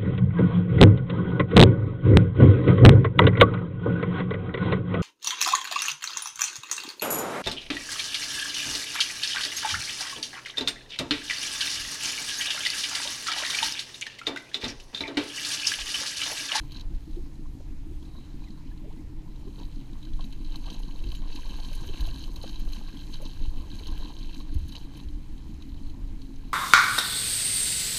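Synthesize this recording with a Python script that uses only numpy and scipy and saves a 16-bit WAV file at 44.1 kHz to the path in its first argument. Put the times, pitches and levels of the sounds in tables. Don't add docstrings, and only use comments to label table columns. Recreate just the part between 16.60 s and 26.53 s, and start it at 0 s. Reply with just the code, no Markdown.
import sys
import numpy as np
from scipy import signal
from scipy.io import wavfile

SR = 44100
rng = np.random.default_rng(int(sys.argv[2]) if len(sys.argv) > 2 else 0)


def dump(signal):
    limited = np.clip(np.atleast_2d(signal).T, -1, 1)
    pcm = np.round(limited * 32767).astype(np.int16)
    wavfile.write(sys.argv[1], SR, pcm)


def nominal_scale(level):
    x = np.asarray(level, float) / 20
    return 10 ** x


N = 437913
TIME = np.arange(N) / SR

# f/Hz, bandwidth/Hz, level/dB
CASE_MODES = [(427, 320, -17.5), (850, 310, -9), (1030, 158, -4), (1604, 72, -9), (2425, 140, -11),
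              (2626, 81, -4), (3090, 189, 0), (3900, 208, 4.5), (4250, 430, 1.5), (4770, 140, -22),
              (5130, 240, -22), (6366, 353, -6.5), (6614, 255, -8), (7770, 490, -23), (7910, 330, -22),
              (10130, 830, -25), (11000, 440, -20), (13080, 510, -22), (13500, 400, -20), (15300, 860, -36)]
# t/s, peak level/dB, f/Hz
TEARS = [(0.1196, -53, 10700), (3.6461, -55, 13100), (3.7244, -58, 9780), (3.9584, -52, 8540),
         (4.1929, -51, 10900), (4.2188, -56, 9960), (4.5191, -51, 10400), (4.5506, -48, 11000),
         (4.7526, -51, 9800), (4.9661, -54, 9730), (5.1297, -47, 10300), (5.1492, -43, 9770),
         (5.2669, -46, 13500), (5.4066, -43.5, 13100), (5.4645, -47, 11000), (5.7324, -55, 12700),
         (5.7583, -48, 12800), (5.8247, -48, 9690), (5.9953, -48, 12100), (6.121, -50, 12700),
         (6.6174, -47, 9500), (7.2694, -50, 11100), (7.3118, -53, 10800), (7.3776, -52, 12600),
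         (7.7902, -57, 11000), (7.9409, -48, 10700), (7.9857, -54, 9630), (8.081, -47.5, 10900),
         (8.1239, -52, 9490), (8.3699, -51, 9640)]


def rms_one(x):
    return x / np.sqrt(np.mean(x ** 2) + 1e-20)


def in_time(rows):
    s, *columns = np.transpose(rows)
    return [np.interp(TIME, s, c) for c in columns]


def band(x, low_hz, high_hz, order=2):
    sos = signal.butter(order, [low_hz, min(high_hz, .45 * SR)], "band", fs=SR, output="sos")
    return signal.sosfilt(sos, x)


def drift(rate):
    r = np.exp(-80 * np.pi * rate / SR)
    noise = rng.standard_normal(N // 40 + 2002)
    slow = signal.lfilter([1], [1, -2 * r, r * r], noise)[2000:]
    return np.interp(np.arange(N) / 40, np.arange(len(slow)), rms_one(slow))


def resonate(x, hz, width_hz):
    r = np.exp(-np.pi * width_hz / SR)
    feed = np.array([1, 0, -1]) * (1 - r * r) / 2
    return signal.lfilter(feed, [1, -2 * r * np.cos(2 * np.pi * hz / SR), r * r], x)


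def body(x, modes):
    out = 0
    for k, (hz, width_hz, level_db) in enumerate(modes):
        out = out + (-1) ** k * nominal_scale(level_db) * resonate(x, hz, width_hz)
    return out


def ring(clicks, hz, t60):
    r, w = nominal_scale(-60 / (t60 * SR)), 2 * np.pi * hz / SR
    return signal.lfilter([0, np.sin(w)], [1, -2 * r * np.cos(w), r * r], clicks + 1e-18)


def add(out, s, piece):
    i = max(round(s * SR), 0)
    out[i:i + len(piece)] += piece[:N - i]


def chirp(hz, octaves, t60, attack_s):
    t = np.arange(round(t60 * SR)) / SR
    pitch = hz * 2 ** (octaves * np.minimum(2 * t / t60, 1))
    phase = 2 * np.pi * np.cumsum(pitch) / SR
    return np.sin(phase) * nominal_scale(-60 * t / t60) * np.minimum(t / attack_s, 1)


def grains(per_s, low_hz, high_hz, cycles, spread_db):
    sizes = nominal_scale(spread_db * np.minimum(rng.exponential(1, N), 5)) * rng.choice([-1, 1], N)
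    born = rng.random(N) < per_s / SR
    pitches = np.geomspace(low_hz, high_hz, 14)
    dealt = rng.integers(0, 14, N)
    out = np.zeros(N)
    for k, hz in enumerate(pitches):
        out += ring(sizes * born * (dealt == k), hz, cycles / hz)
    return rms_one(out)


def bursts(events, t60, attack_s):
    out, t = np.zeros(N), np.arange(2000) / SR
    shape = nominal_scale(-60 * t / t60) * np.minimum(t / attack_s, 1)
    for (s, level_db, *_), noise in zip(events, rng.standard_normal((len(events), len(t)))):
        add(out, s, nominal_scale(level_db) * shape * noise)
    return out


def blips(events, cycles, gain_db):
    out = np.zeros(N)
    for s, level_db, hz in events:
        add(out, s, nominal_scale(level_db + gain_db) * chirp(hz, 0.03, cycles / hz, attack_s=0.00027))
    return out


def outboard():
    # t/s, firing number
    firings = [(.005, 0), (.321, 2), (1.270, 8), (2.379, 15), (4.600, 29), (5.064, 32), (5.383, 34),
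               (6.341, 40), (6.976, 44), (7.931, 50), (9.058, 57), (9.855, 62)]
    # f/Hz, level/dB, t60/s
    hull = [(226, -45, .24), (268, -42.5, .17), (312, -45.5, .12), (195, -53, .1)]
    # f/Hz, bandwidth/Hz, level/dB
    panels = [(86, 56, -21), (153.3, 36, -2), (221, 33, -7.5), (261, 21, -5), (305, 36, 0), (350, 8.3, -13)]
    # t/s, drone level/dB, crank tone level/dB
    load = [(0.05, -51, -48), (0.21, -53, -55), (3.42, -50, -51.5), (4.85, -52.5, -60), (5.51, -50.5, -54),
            (6.06, -49, -64), (6.63, -50.5, -50.5), (7.02, -51, -65.5), (8.52, -49, -52), (9.1, -50, -57),
            (9.62, -53, -59), (9.9, -58, -56)]
    s, number = np.transpose(firings)
    cycle = np.interp(TIME, s, number)
    at = np.flatnonzero(np.diff(np.floor(cycle + .03)))
    thuds = np.zeros(N)
    for hz, level_db, t60 in hull:
        clicks = np.zeros(N)
        clicks[at] = nominal_scale(level_db + 1.5 * rng.standard_normal(len(at)))
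        thuds += ring(clicks, hz, t60)
    thuds = signal.sosfilt(signal.butter(6, 350, fs=SR, output="sos"), thuds)

    drone = body(rng.standard_normal(N), panels)
    drone = rms_one(signal.sosfilt(signal.butter(8, 345, fs=SR, output="sos"), drone))
    drone_db, crank_db = in_time(load)
    drone_db = drone_db + 1.4 - 1.5 * np.cos(2 * np.pi * (cycle - .55))

    crank_hz = 129.8 + 1.43 * drift(2.77)
    crank = np.sin(2 * np.pi * np.cumsum(crank_hz) / SR)
    swell_db = 4.0 * np.cos(4 * np.pi * (cycle - .28))
    return thuds + nominal_scale(drone_db) * drone + nominal_scale(crank_db + 2.0 + swell_db) * crank


def rumble():
    # t/s, level of 9-28 Hz/dB, level of 38-82 Hz/dB
    motion = [(0.0, -26.5, -62), (0.08, -36.5, -41), (0.36, -24.5, -41.5), (0.47, -51, -45),
              (0.52, -32.5, -42), (0.94, -33, -43.5), (1.3, -35.5, -40.5), (3.48, -33.5, -47.5),
              (3.57, -28, -35), (3.71, -30.5, -59), (4.37, -32, -55), (4.48, -26, -29.5),
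              (4.64, -30.5, -77), (5.31, -27, -35), (5.36, -50, -45), (5.42, -21, -35), (5.72, -31, -67),
              (5.78, -33.5, -40), (6.09, -26, -68), (6.16, -35, -42), (6.67, -33.5, -50), (6.88, -25, -51),
              (6.99, -37, -39.5), (7.33, -27, -38.5), (7.63, -34, -49), (7.88, -28.5, -57),
              (7.96, -29, -32), (8.08, -35, -38), (8.4, -34.5, -56), (8.46, -33, -33), (8.57, -32, -45),
              (8.99, -34, -36.5), (9.07, -34.5, -51), (9.13, -29, -41), (9.4, -29, -40), (9.82, -38, -39.5),
              (9.87, -22, -44), (9.93, -38, -38)]
    # t/s, peak level/dB, f/Hz, t60/s
    bumps = [
        (3.53, -21.5, 31, 0.26),
        (5.41, -20, 27, 0.12),
        (6.798, -14, 18, 0.72),
        (6.876, -16.5, 65, .06),
        (7.318, -21, 30, 0.091),
        (7.954, -10.5, 67, 0.083),
    ]
    deep_db, upper_db = in_time(motion)
    deep = rms_one(band(rng.standard_normal(N), 9, 28.4))
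    upper = rms_one(band(rng.standard_normal(N), 38.3, 81.5) * nominal_scale(0.73 * drift(3.3)))
    out = nominal_scale(deep_db - 0.5) * deep + nominal_scale(upper_db - 3.5) * upper
    for s, level_db, hz, t60 in bumps:
        add(out, s, -nominal_scale(level_db) * chirp(hz, -0.14, t60, attack_s=0.00745))
    return out


def lake_floor():
    # f/Hz, level/dB per Hz
    spectrum = [(210, -31), (350, 1), (417, -11.5), (563, -18.5), (837, -12), (1010, -19), (1280, -20.5),
                (2420, -19.5), (5620, -26), (12600, -34), (14300, -40), (15500, -48)]
    out, white = 0, rng.standard_normal((2, N))
    edges = 330 * 2 ** np.arange(0, 6.1, .5)
    hz, db = np.transpose(spectrum)
    for k, (low, high) in enumerate(zip(edges, edges[1:])):
        centre = np.log(low * high) / 2
        gain_db = np.interp(centre, np.log(hz), db) + 1.5 * drift(8.5)
        out = out + nominal_scale(gain_db) * band(white[k % 2], low, high)
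    return nominal_scale(-62) * rms_one(out)


def water():
    # t/s, spray level/dB, gurgle level/dB and mist level/dB relative to spray
    thrash = [(0.04, -66, 14.5, 0), (0.09, -62, -6, -12), (0.12, -56, -10, -10), (0.2, -48.5, -12, -19),
              (0.26, -75, 6, -4), (0.37, -69.5, -0.5, -2.5), (1.36, -82.5, 10, 6), (1.47, -65, -1, -7),
              (2.6, -76, 9.5, -11), (2.96, -63, -2, -8), (3.01, -53.5, 4, -17), (3.07, -62.5, -9, -11),
              (3.4, -65.5, 2, -5), (3.45, -61, -16, -14), (3.56, -68.5, -9, -1), (3.62, -57, -6, -13),
              (3.7, -64.5, -2, -6), (3.73, -56, -28, -14), (3.79, -64, -3, -6), (3.95, -50.5, -6, -21),
              (4.0, -61, 0, -3), (4.09, -45.5, -4, -20), (4.14, -47, -4, -13), (4.17, -55, -3, -14),
              (4.39, -57.5, -2, -9), (4.56, -54, -21, -10.5), (4.64, -57, 1, -17), (4.75, -48.5, -5.5, -12),
              (5.63, -49.5, -9, -10), (5.69, -57.5, -1, -6), (5.88, -50.5, -8, -11.5),
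              (6.05, -55.5, -10, -8.5), (6.15, -48, -9, -11.5), (6.24, -56, -11, -12),
              (6.51, -55.5, -7, -6.5), (6.54, -42.5, -22, -16), (6.6, -60, -1, -8), (6.62, -52.5, -7, -11),
              (6.65, -52, -3, -11), (6.73, -55, -9, -8.5), (7.09, -58, 3.5, -10.5), (7.14, -49.5, -11, -12),
              (7.48, -52.5, 0, -12.5), (7.69, -53.5, -10, -13), (7.75, -52, -19, -13),
              (7.78, -55, -14, -5.5), (7.86, -57.5, 0, -17), (8.11, -56, -24, -8.5),
              (8.17, -45, -10.5, -21), (8.19, -55.5, 7.5, -8), (8.25, -61, -13, -7), (8.28, -62, 1, -16),
              (8.39, -55, -1, -10), (8.47, -67, -1.5, -4), (9.32, -64, -2.5, -10), (9.35, -72, 10, -5),
              (9.65, -64, -6.5, -9), (9.93, -64.5, 2, -9)]
    # t/s, peak level/dB, f/Hz
    impact_events = [(0.1196, -35.5, 4030), (0.1685, -37, 4170), (0.196, -41, 3920), (2.7596, -49, 3960),
                     (3.1592, -47, 4200), (3.3323, -47, 3750), (3.4276, -41, 3700), (3.4506, -41.5, 4130),
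                     (3.5334, -42.5, 3340), (3.6077, -39, 3170), (3.6406, -39.5, 3850), (3.7244, -39, 3020),
                     (3.8467, -41, 4120), (3.921, -38, 3850), (3.9404, -49, 3150), (3.9567, -34, 4120),
                     (4.0637, -39, 3960), (4.1011, -32, 3120), (4.1435, -38, 4150), (4.2318, -41.5, 3000),
                     (4.4393, -38.5, 2720), (4.4692, -40, 3100), (4.4882, -38.5, 4430), (4.5176, -36, 3020),
                     (4.5496, -34.5, 3030), (4.7431, -46, 3000), (4.7581, -34, 4030), (4.9072, -38, 3030),
                     (5.0, -34.5, 4130), (5.0464, -36, 3840), (5.3587, -54, 3600), (5.3812, -53, 3900),
                     (5.4066, -31.5, 3900), (5.465, -41, 3090), (5.4864, -36.5, 2800), (5.5588, -44, 4200),
                     (5.6396, -36.5, 3030), (5.7598, -33.5, 4020), (5.8152, -50, 3920), (5.8311, -34, 4230),
                     (5.876, -36, 3740), (5.893, -31.5, 3960), (6.0861, -44, 4060), (6.132, -33.5, 4150),
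                     (6.328, -44, 4250), (6.3704, -38, 3230), (6.4093, -42, 4310), (6.539, -31, 4260),
                     (6.6533, -34, 4160), (6.981, -44, 3020), (7.2694, -32, 4120), (7.3672, -46, 3240),
                     (7.4106, -49, 4050), (7.6355, -47, 3600), (7.7438, -34.5, 4150), (8.0925, -37.5, 3880),
                     (8.1219, -36, 3840), (8.1524, -31, 2900), (9.0224, -39.5, 3800), (9.0927, -49.5, 4270),
                     (9.1426, -50, 3720), (9.617, -41, 4400),
                     (0.2094, -35, 3830), (0.3471, -51, 3960), (0.5307, -50, 3870), (0.5587, -52, 3800),
                   (0.7547, -52, 4070), (1.4266, -49, 3250), (1.452, -47, 3820), (1.5219, -61, 3960),
                   (1.8398, -47.5, 2450), (1.8844, -48, 3850), (1.905, -48, 4210), (2.1755, -50, 3920),
                   (2.3261, -54, 3900), (2.9885, -44, 3760), (8.225, -48, 3150), (8.374, -43, 3060),
                   (8.394, -48.5, 3730), (8.4863, -47, 3080), (8.7784, -48, 3160), (9.269, -48, 4090),
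                   (9.298, -44, 4070), (9.7394, -55, 3340), (9.7596, -46.5, 6040)]
    spray_db, gurgle_db, mist_db = in_time(thrash)
    spray = grains(1900 * nominal_scale(2.5 * drift(25)), 1500, 7200, cycles=14.0, spread_db=4.0)
    mist = grains(3500 * nominal_scale(2.0 * drift(30)), 7500, 15000, cycles=22.0, spread_db=3.6)
    gurgle = grains(300 * (TIME > .03), 340, 1230, cycles=12.3, spread_db=3.0)
    out = nominal_scale(spray_db - 1.0) * rms_one(body(spray, CASE_MODES))
    out += nominal_scale(spray_db + mist_db + 1.0) * rms_one(body(band(mist, 4600, 24000), CASE_MODES))
    out += nominal_scale(spray_db + gurgle_db - 1.5) * rms_one(body(gurgle, CASE_MODES))
    hits = impact_events
    slaps = bursts(hits, .024, attack_s=.0015)
    return out + nominal_scale(7.5) * body(slaps, CASE_MODES) + blips(hits, 53, -2.1)


def flicks():
    tear = band(bursts(TEARS, .03, attack_s=.009), 8500, 15500)
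    return nominal_scale(37) * body(tear, CASE_MODES) + blips(TEARS, 105, 1.5)


def bubbles():
    # t/s, peak level/dB, f/Hz, pitch rise/octaves
    plops = [(0.856, -47, 1030, 0.22), (1.003, -43.5, 510, 0.37), (1.55, -43, 1030, 0.1),
             (2.979, -46, 420, 0.26), (3.011, -42, 905, 0.27), (3.468, -50, 1560, 0.24),
             (3.592, -36.5, 1030, 0.21), (3.948, -41, 740, 0.25), (4.079, -40, 1060, 0.59),
             (4.233, -60, 426, 0.3), (4.414, -41.5, 525, 0.4), (4.524, -43, 1030, 0.3),
             (4.62, -44, 900, 0.33), (4.653, -45, 1030, 0.39), (4.696, -43, 874, 0.2),
             (4.863, -44, 1040, 0.3), (4.987, -39, 807, 0.27), (5.114, -41, 527, 0.42),
             (5.233, -35, 450, 0.28), (5.337, -47, 1020, 0.3), (5.418, -44, 423, 0.3),
             (5.475, -37.5, 666, 0.12), (5.838, -32.5, 464, 0.56), (6.074, -44, 506, 0.32),
             (6.209, -44, 825, 0.21), (6.28, -42.5, 1040, 0.3), (6.601, -40, 505, 0.35),
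             (7.206, -39, 427, 0.27), (7.261, -43, 420, 0.25), (7.312, -41, 930, 0.24),
             (7.801, -42.5, 1040, 0.26), (8.149, -44, 930, 0.23)]
    # t/s, level/dB, start f/Hz, glide/octaves, length/s
    gulps = [(0.552, -39.5, 341, 0.061, 0.062), (1.291, -46, 343, 0.055, 0.052),
             (1.863, -60.5, 2270, -.3, .03), (4.56, -58, 7130, -0.1, 0.039), (2.11, -59, 1610, 0.18, 0.021),
             (2.237, -52, 530, 0.33, 0.026), (2.292, -53.5, 510, 1.4, 0.039), (2.321, -50, 350, 0.59, .03),
             (2.376, -59.5, 1950, 0.17, 0.028), (2.25, -49, 370, 0.32, 0.049),
             (2.977, -52.5, 380, 0.45, 0.031), (2.86, -45, 350, 0.32, 0.041), (4.073, -55, 417, 0.4, 0.034),
             (4.42, -43.5, 316, 0.23, 0.088), (5.281, -39, 328, 0.42, 0.026),
             (5.333, -39, 385, -0.52, 0.022), (6.612, -46.5, 444, 0.58, 0.028),
             (6.973, -55.5, 407, 0.68, .04)]
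    out = nominal_scale(10.0) * band(bursts(plops, 0.05, attack_s=0.0041), 250, 860)
    for s, level_db, hz, octaves in plops:
        add(out, s, nominal_scale(level_db - 5.5) * chirp(hz, octaves, 0.057, attack_s=0.00067))
    churn = drift(90)
    for s, level_db, hz, octaves, length_s in gulps:
        t = np.arange(round(length_s * SR)) / (length_s * SR)
        phase = 2 * np.pi * np.cumsum(hz * 2 ** (octaves * t)) / SR
        wobble = 1 + 0.46 * churn[round(s * SR):][:len(t)]
        add(out, s, nominal_scale(level_db) * np.sin(np.pi * t) * wobble * np.sin(phase))
    return out


def net_drain():
    # t/s, level/dB
    foam = [
        (1.48, -78),
        (1.546, -70),
        (1.576, -59.5),
        (1.798, -79),
        (1.832, -61),
        (2.12, -86),
    ]
    gate = (TIME > foam[0][0]) & (TIME < foam[-1][0])
    hiss = resonate(resonate(rng.standard_normal(N), 3930, 260), 3930, 260)
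    hiss = hiss * nominal_scale(1.9 * drift(25))
    return gate * nominal_scale(in_time(foam)[0] - 2.5) * rms_one(hiss)


def fishing_line():
    # t/s, f/Hz, rms level/dB
    hum = [
        (8.9, 280, -52),
        (8.99, 273.2, -62),
        (9.708, 269, -54),
        (9.884, 271, -61.5),
        (9.93, 254, -67),
    ]
    hz, level_db = in_time(hum)
    fade = np.clip((TIME - hum[0][0]) / 0.11, 0, 1)
    level = nominal_scale(level_db + 8.0 + 2.5 * drift(18))
    phase = 2 * np.pi * np.cumsum(hz + 1.55 * drift(6.6)) / SR
    return fade * level * np.sin(phase)


def scene():
    lake = water() + flicks() + bubbles() + net_drain() + lake_floor()
    return (outboard() + fishing_line() + rumble() + lake)[None]


def band_limit(x):
    return signal.sosfilt(signal.butter(12, 15680, fs=SR, output="sos"), x)


def record(dry):
    x = signal.sosfilt(signal.butter(2, 8, "high", fs=SR, output="sos"), dry)
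    x = signal.sosfilt(signal.ellip(5, .5, 14, 15290, fs=SR, output="sos"), x)
    return band_limit(x)


dry = scene()
out = record(dry)
dump(out)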